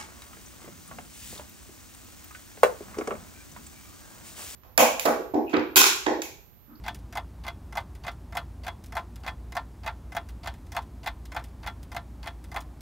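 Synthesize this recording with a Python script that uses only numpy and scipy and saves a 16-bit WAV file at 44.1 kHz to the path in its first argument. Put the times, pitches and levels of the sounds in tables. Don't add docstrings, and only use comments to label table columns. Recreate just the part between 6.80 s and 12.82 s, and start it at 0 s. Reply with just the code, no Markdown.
import sys
import numpy as np
from scipy import signal
from scipy.fft import rfft, irfft, next_fast_len
from scipy.io import wavfile

SR = 44100
rng = np.random.default_rng(int(sys.argv[2]) if len(sys.argv) > 2 else 0)


def nominal_scale(level):
    x = np.asarray(level, float) / 20
    return 10 ** x


def wav_record(signal):
    frames = np.transpose(np.atleast_2d(signal))
    bounded = np.clip(frames, -1, 1)
    quanta = np.round(bounded * 32767).astype(np.int16)
    wavfile.write(sys.argv[1], SR, quanta)


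N = 265282
RING_T = np.arange(SR // 8) / SR

# low f/Hz, high f/Hz, t60/s,
# level over the modes/dB, rise/s, pitch wander of the modes [fraction]
PARTS = [(653, 1213, 0.13, -2, 0.0026, 0.0039), (1280, 2350, 0.088, -3, 0.0014, 0.0015),
         (2270, 4500, 0.094, 2.2, 0.0011, 0.0028), (4380, 20000, 0.065, 1.5, 0.000099, 0.014)]
# drop t/s, drop level/dB, drop brightness/dB, impulse lead/ms, impulse level/dB
BEATS = [(.08, -32.5, 0.5, 17.7, -39.5), (0.3714, -31, 0.5, 18, -35), (0.6802, -34.5, 0.5, 14.7, -38.5),
         (.9713, -29.5, 0.5, 17.7, -36.5), (1.2791, -34.5, -1.5, 13.2, -37.5),
         (1.5696, -28.5, 2, 18.7, -36), (1.8797, -35.5, 1, 13.8, -36.5), (2.1678, -30, -1.5, 15.5, -36),
         (2.4769, -33.5, -1, 13.6, -38), (2.7665, -29.5, -0.5, 15.2, -37), (3.0749, -33, -2, 13, -35.5),
         (3.366, -29.5, 0.5, 16.8, -37), (3.6723, -34.5, 2, 13.6, -40), (3.9651, -29.5, 1, 16.5, -39),
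         (4.273, -32, 1, 12.3, -34), (4.5637, -32, -1, 17, -39.5), (4.873, -34.5, 1, 10.4, -38),
         (5.1643, -32, 1, 18, -39.5), (5.4718, -36.5, 1, 12.8, -43), (5.7614, -31.5, -0.5, 18, -38)]


def level(x, db):
    return x * nominal_scale(db) / np.sqrt(np.mean(x ** 2))


def fade(t60):
    return np.exp(np.float32(-np.log(1000) * RING_T / t60))


def band(x, low_hz, high_hz):
    return signal.sosfilt(signal.butter(2, [low_hz, high_hz], "bandpass", fs=SR, output="sos"), x)


def colour(x, points):
    hz, db = np.transpose(points)
    size = next_fast_len(N)
    log_hz = np.log(np.arange(1, size // 2 + 2) * SR / size)
    gain = nominal_scale(np.interp(log_hz, np.log(hz), db))
    return irfft(rfft(x, size) * gain, size)[..., :N]


def hiss():
    # f/Hz, level/dB per Hz
    spectrum = [(13, -57), (22, -29), (49, -1.0), (76, -6.0), (154, -10.5), (315, -15), (475, -26.0),
                (643, -25.5), (893, -25.5), (1500, -35.0), (2530, -40.5), (2910, -42.5), (3330, -43.0),
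                (9200, -47), (15500, -52)][:-1]
    # f/Hz, side minus mid level/dB
    spread = [(60, -56), (130, -66), (300, -36), (700, -23.5), (1500, -20.5), (4000, -21), (8000, -31),
              (15000, -20)]
    mid = colour(rng.standard_normal(N), spectrum)
    side = colour(colour(rng.standard_normal(N), spectrum), spread)
    return np.array([mid, side]) * nominal_scale(-52) / np.std(band(mid, 151, 16000))


def ventilation():
    # f/Hz, width/Hz, level/dB
    room_modes = [(58, 13.2, -51), (80.4, 11, -55.5), (114.8, 10, -63)]
    # f/Hz, level/dB rms
    motor_tones = [(58.6, -45.8), (85.3, -52.8), (111, -59.5)]
    t = np.arange(N) / SR
    rumble = sum(level(band(rng.standard_normal(N), f - width / 2, f + width / 2), db)
                 for f, width, db in room_modes)
    hum = sum(level(np.sin(2 * np.pi * (f * t + rng.random())), db) for f, db in motor_tones)
    return (rumble + hum) * np.array([[1], [0]])


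def ring(modes, part, contact, chatter, scatter_db, dense_db):
    hz, db, t60 = np.array(modes).T[..., None]
    low_hz, high_hz, dense_t60, part_db, rise_s, wander = part
    chance = rng.standard_normal((2, len(modes), 2))
    mode_hz = hz * (1 + wander * chance[0, :, :1])
    tones = nominal_scale(db) * np.sin(np.float32(2 * np.pi * mode_hz * RING_T)) * fade(t60)
    strengths = nominal_scale(min(scatter_db, 2.2) * chance[1]).T * np.sign(chance[0].T)
    tones = signal.fftconvolve(strengths @ tones, contact[None])[:, :len(RING_T)]
    fall = fade(dense_t60) + nominal_scale(-36.5) * fade(0.48)
    dense = band(rng.standard_normal(tones.shape) * chatter, low_hz, high_hz) * fall
    both = (level(tones, 0) + level(dense, part_db + dense_db)) * (1 - np.exp(-RING_T / rise_s))
    onset_power = np.mean(both[:, :400] ** 2, axis=1, keepdims=True)
    return both / np.sqrt(onset_power)


def blows(table, rattle_s, rattle_db, scatter_db, dense_db, sharp_db, spot_hz, spot_db):
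    # f/Hz, level/dB, t60/s
    case_modes = [(577, -35.5, 0.39), (688.4, 3.5, 0.11), (739, 0.5, 0.072), (815, 4.5, 0.053),
                  (867.5, 1, 0.095), (932, -5.5, 0.13), (1027, -7, 0.16), (1208, -12, 0.036)]
    back_modes = [(1373, -5, 0.13), (1524, -3, 0.087), (1624, -1, 0.044), (1790, -4.5, 0.12),
                  (2059.6, 5, 0.062), (2506, -2.5, 0.043)]
    front_modes = [(2700, -8, .06), (2945, -9, .07), (3359, 1.5, .12), (3420, -6, .08), (3585, -2, .1),
                   (3890, -7, .08), (4189, -7.5, .08), (4380, -8, .07), (4614, -6.5, .08), (4840, -8, .07)]
    steel_modes = [(5100, -3, .04), (5850, -2, .035), (6450, -4, .03), (7050, -3, .03), (9300, -6, .02),
                   (10570, -9, .025), (11480, -8, .025), (12450, -3, .022), (12820, -3, .022),
                   (14100, -5, .018), (15100, -8, .018)]
    spot_octaves = .07
    steel = [(hz, db + sharp_db * np.log2(hz / 9000), t60) for hz, db, t60 in steel_modes]
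    bodies = []
    for modes in (case_modes, back_modes, front_modes, steel):
        bodies.append([(hz, db + spot_db * np.exp(-(np.log2(hz / spot_hz) / spot_octaves) ** 2), t60)
                       for hz, db, t60 in modes])
    out = np.zeros((2, N + len(RING_T)))
    for s, *part_db in table:
        rattle = rng.standard_normal(SR // 30) ** 3 * fade(rattle_s)[:SR // 30]
        contact = nominal_scale(rattle_db) * rattle
        contact[0] = 1
        grains = np.repeat(rng.standard_normal(len(RING_T) // 40 + 1), 40)
        chatter = nominal_scale(3.2 * grains[:len(RING_T)])
        at = int(s * SR)
        for modes, part, db in zip(bodies, PARTS, part_db):
            out[:, at:at + len(RING_T)] += nominal_scale(db) * ring(modes, part, contact, chatter, scatter_db, dense_db)
    return out[:, :N]


def rows(seconds, db, bright_db, kind_db):
    bright_share = (-0.52, -0.49, 0.86, 1.7)
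    strength = np.add.outer(db, np.zeros(len(PARTS)))
    return np.column_stack([seconds, strength + np.outer(bright_db, bright_share) + kind_db])


def light_clicks():
    # t/s, level/dB, brightness/dB
    gears = [(0.1452, -50.5, 1.5), (1.1511, -54.5, -2), (2.039, -55.5, 1.5), (2.06, -62.5, 5),
             (2.3583, -52.5, 0.5), (3.488, -50, -2), (3.7386, -53, -3), (3.8653, -62.5, 0),
             (4.0203, -58.5, -0.5), (4.454, -52.5, 0), (4.6398, -51, -0.5), (5.0296, -56, 2),
             (5.6413, -52, -1.5), (5.8058, -51, 1), (6.0073, -48, -2.5)]
    # t/s, level/dB, brightness/dB
    rebounds = [
        (.980, -45.5, 0),
        (1.003, -58, 4),
        (1.315, -63, 7),
        (2.176, -54, 4.5),
        (2.197, -60, 2),
        (3.931, -57, 0),
        (4.594, -52.5, -0.5),
        (5.770, -46, -0.5),
        (5.792, -61, 4),
    ]
    rebound_db, wheel_db = (6, 1, -8.5, -7.5), (-19, -6, -6, 0.5)
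    echo_s, echo_db = .0437, -15
    wheels = rows(*np.transpose(gears), wheel_db)
    answers = wheels + [echo_s, *[echo_db] * len(PARTS)]
    clicks = [*wheels, *rows(*np.transpose(rebounds), rebound_db), *answers[:-1:2]]
    return blows(clicks, rattle_s=0.016, rattle_db=-58, scatter_db=5, dense_db=6, sharp_db=-13.5,
                 spot_hz=2300, spot_db=3)


def sway():
    # f/Hz, level/dB, t60/s
    panel = (456, -64, 0.74)
    hz, db, t60 = panel
    since = np.arange(N) / SR - np.array(BEATS)[:, :1]
    size = nominal_scale(db + 4 * rng.standard_normal((len(BEATS), 1))) * (since > 0)
    decay = np.exp(-np.log(1000) * np.abs(since) / t60)
    return np.sum(size * np.sin(2 * np.pi * hz * since) * decay, axis=0)


def unlocks():
    unlock_db = [(-51, -56, -53, -60.5), (-48, -46, -55, -50.5)]
    touch_db = (-47, -50.5, -68, -58)
    swing_s, tick_s, tock_s, touch_s = .59898, .0383, .3254, 0.011
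    swings = swing_s * np.arange(len(BEATS) // 2)
    scatter = 1.5 * rng.standard_normal((6, len(swings)))
    ticks = rows(tick_s + swings, scatter[0], scatter[1], unlock_db[0])
    touches = rows(tick_s + swings + touch_s, scatter[2], scatter[3], touch_db)
    tocks = rows(tock_s + swings, scatter[4], scatter[5], unlock_db[1])
    out = blows(ticks, rattle_s=.04, rattle_db=-38, scatter_db=3, dense_db=0, sharp_db=-6,
                spot_hz=4600, spot_db=20)
    out += blows(touches, rattle_s=.039, rattle_db=-37.5, scatter_db=3.2, dense_db=2, sharp_db=0,
                 spot_hz=2400, spot_db=8)
    out += blows(tocks, rattle_s=.076, rattle_db=-44, scatter_db=3.1, dense_db=0, sharp_db=-11,
                 spot_hz=2120, spot_db=5)
    return out


def impulses():
    impulse_db = [(0, -4, -8.5, -12.5), (0, -9.5, -17.5, -12)]
    drop_s, _, _, lead_ms, push_db = np.transpose(BEATS)
    tock = np.arange(len(BEATS)) % 2
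    pushes = rows(drop_s - lead_ms / 1000, push_db, 0 * tock, np.array(impulse_db)[tock])
    return blows(pushes, rattle_s=0.027, rattle_db=-41.5, scatter_db=4, dense_db=0, sharp_db=-5,
                 spot_hz=741, spot_db=12)


def drops():
    kind_db = [(0, 0, -7.5, -13), (0, -1.96, -10.5, -14)]
    drop_s, drop_db, bright_db, _, _ = np.transpose(BEATS)
    tock = np.arange(len(BEATS)) % 2
    falls = rows(drop_s, drop_db, bright_db, np.array(kind_db)[tock])
    return blows(falls, rattle_s=0.021, rattle_db=-35, scatter_db=2.2, dense_db=-3, sharp_db=4.5,
                 spot_hz=3370, spot_db=2.5)


def clock():
    # f/Hz, side minus mid level/dB
    apart = [(300, -16), (450, -15), (540, -9), (700, -32), (950, -13), (1500, -17), (2050, -25.5),
             (2900, -4), (3600, -17), (4700, -10.5), (6300, -12), (8500, -23), (12800, -8.5), (16000, -14)]
    light = light_clicks()
    mid, other = unlocks() + impulses() + drops()
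    side = colour(other + nominal_scale(-26) * light[1], apart) + sway()
    return np.array([mid + light[0], side])


def scene():
    mid, side = hiss() + ventilation() + clock()
    return np.array([mid + side, mid - side])


def band_limit(x):
    return signal.sosfilt(signal.butter(12, 16490, fs=SR, output="sos"), x)


def record(dry):
    # f/Hz, level/dB
    microphone = [(8000, 0), (9900, .6), (10300, -2), (11200, -1), (14000, -2.6), (15720, -4.5),
                  (15880, -33), (16450, -39), (16600, -52)]
    return band_limit(colour(dry, microphone))


dry = scene()
out = record(dry)
wav_record(out)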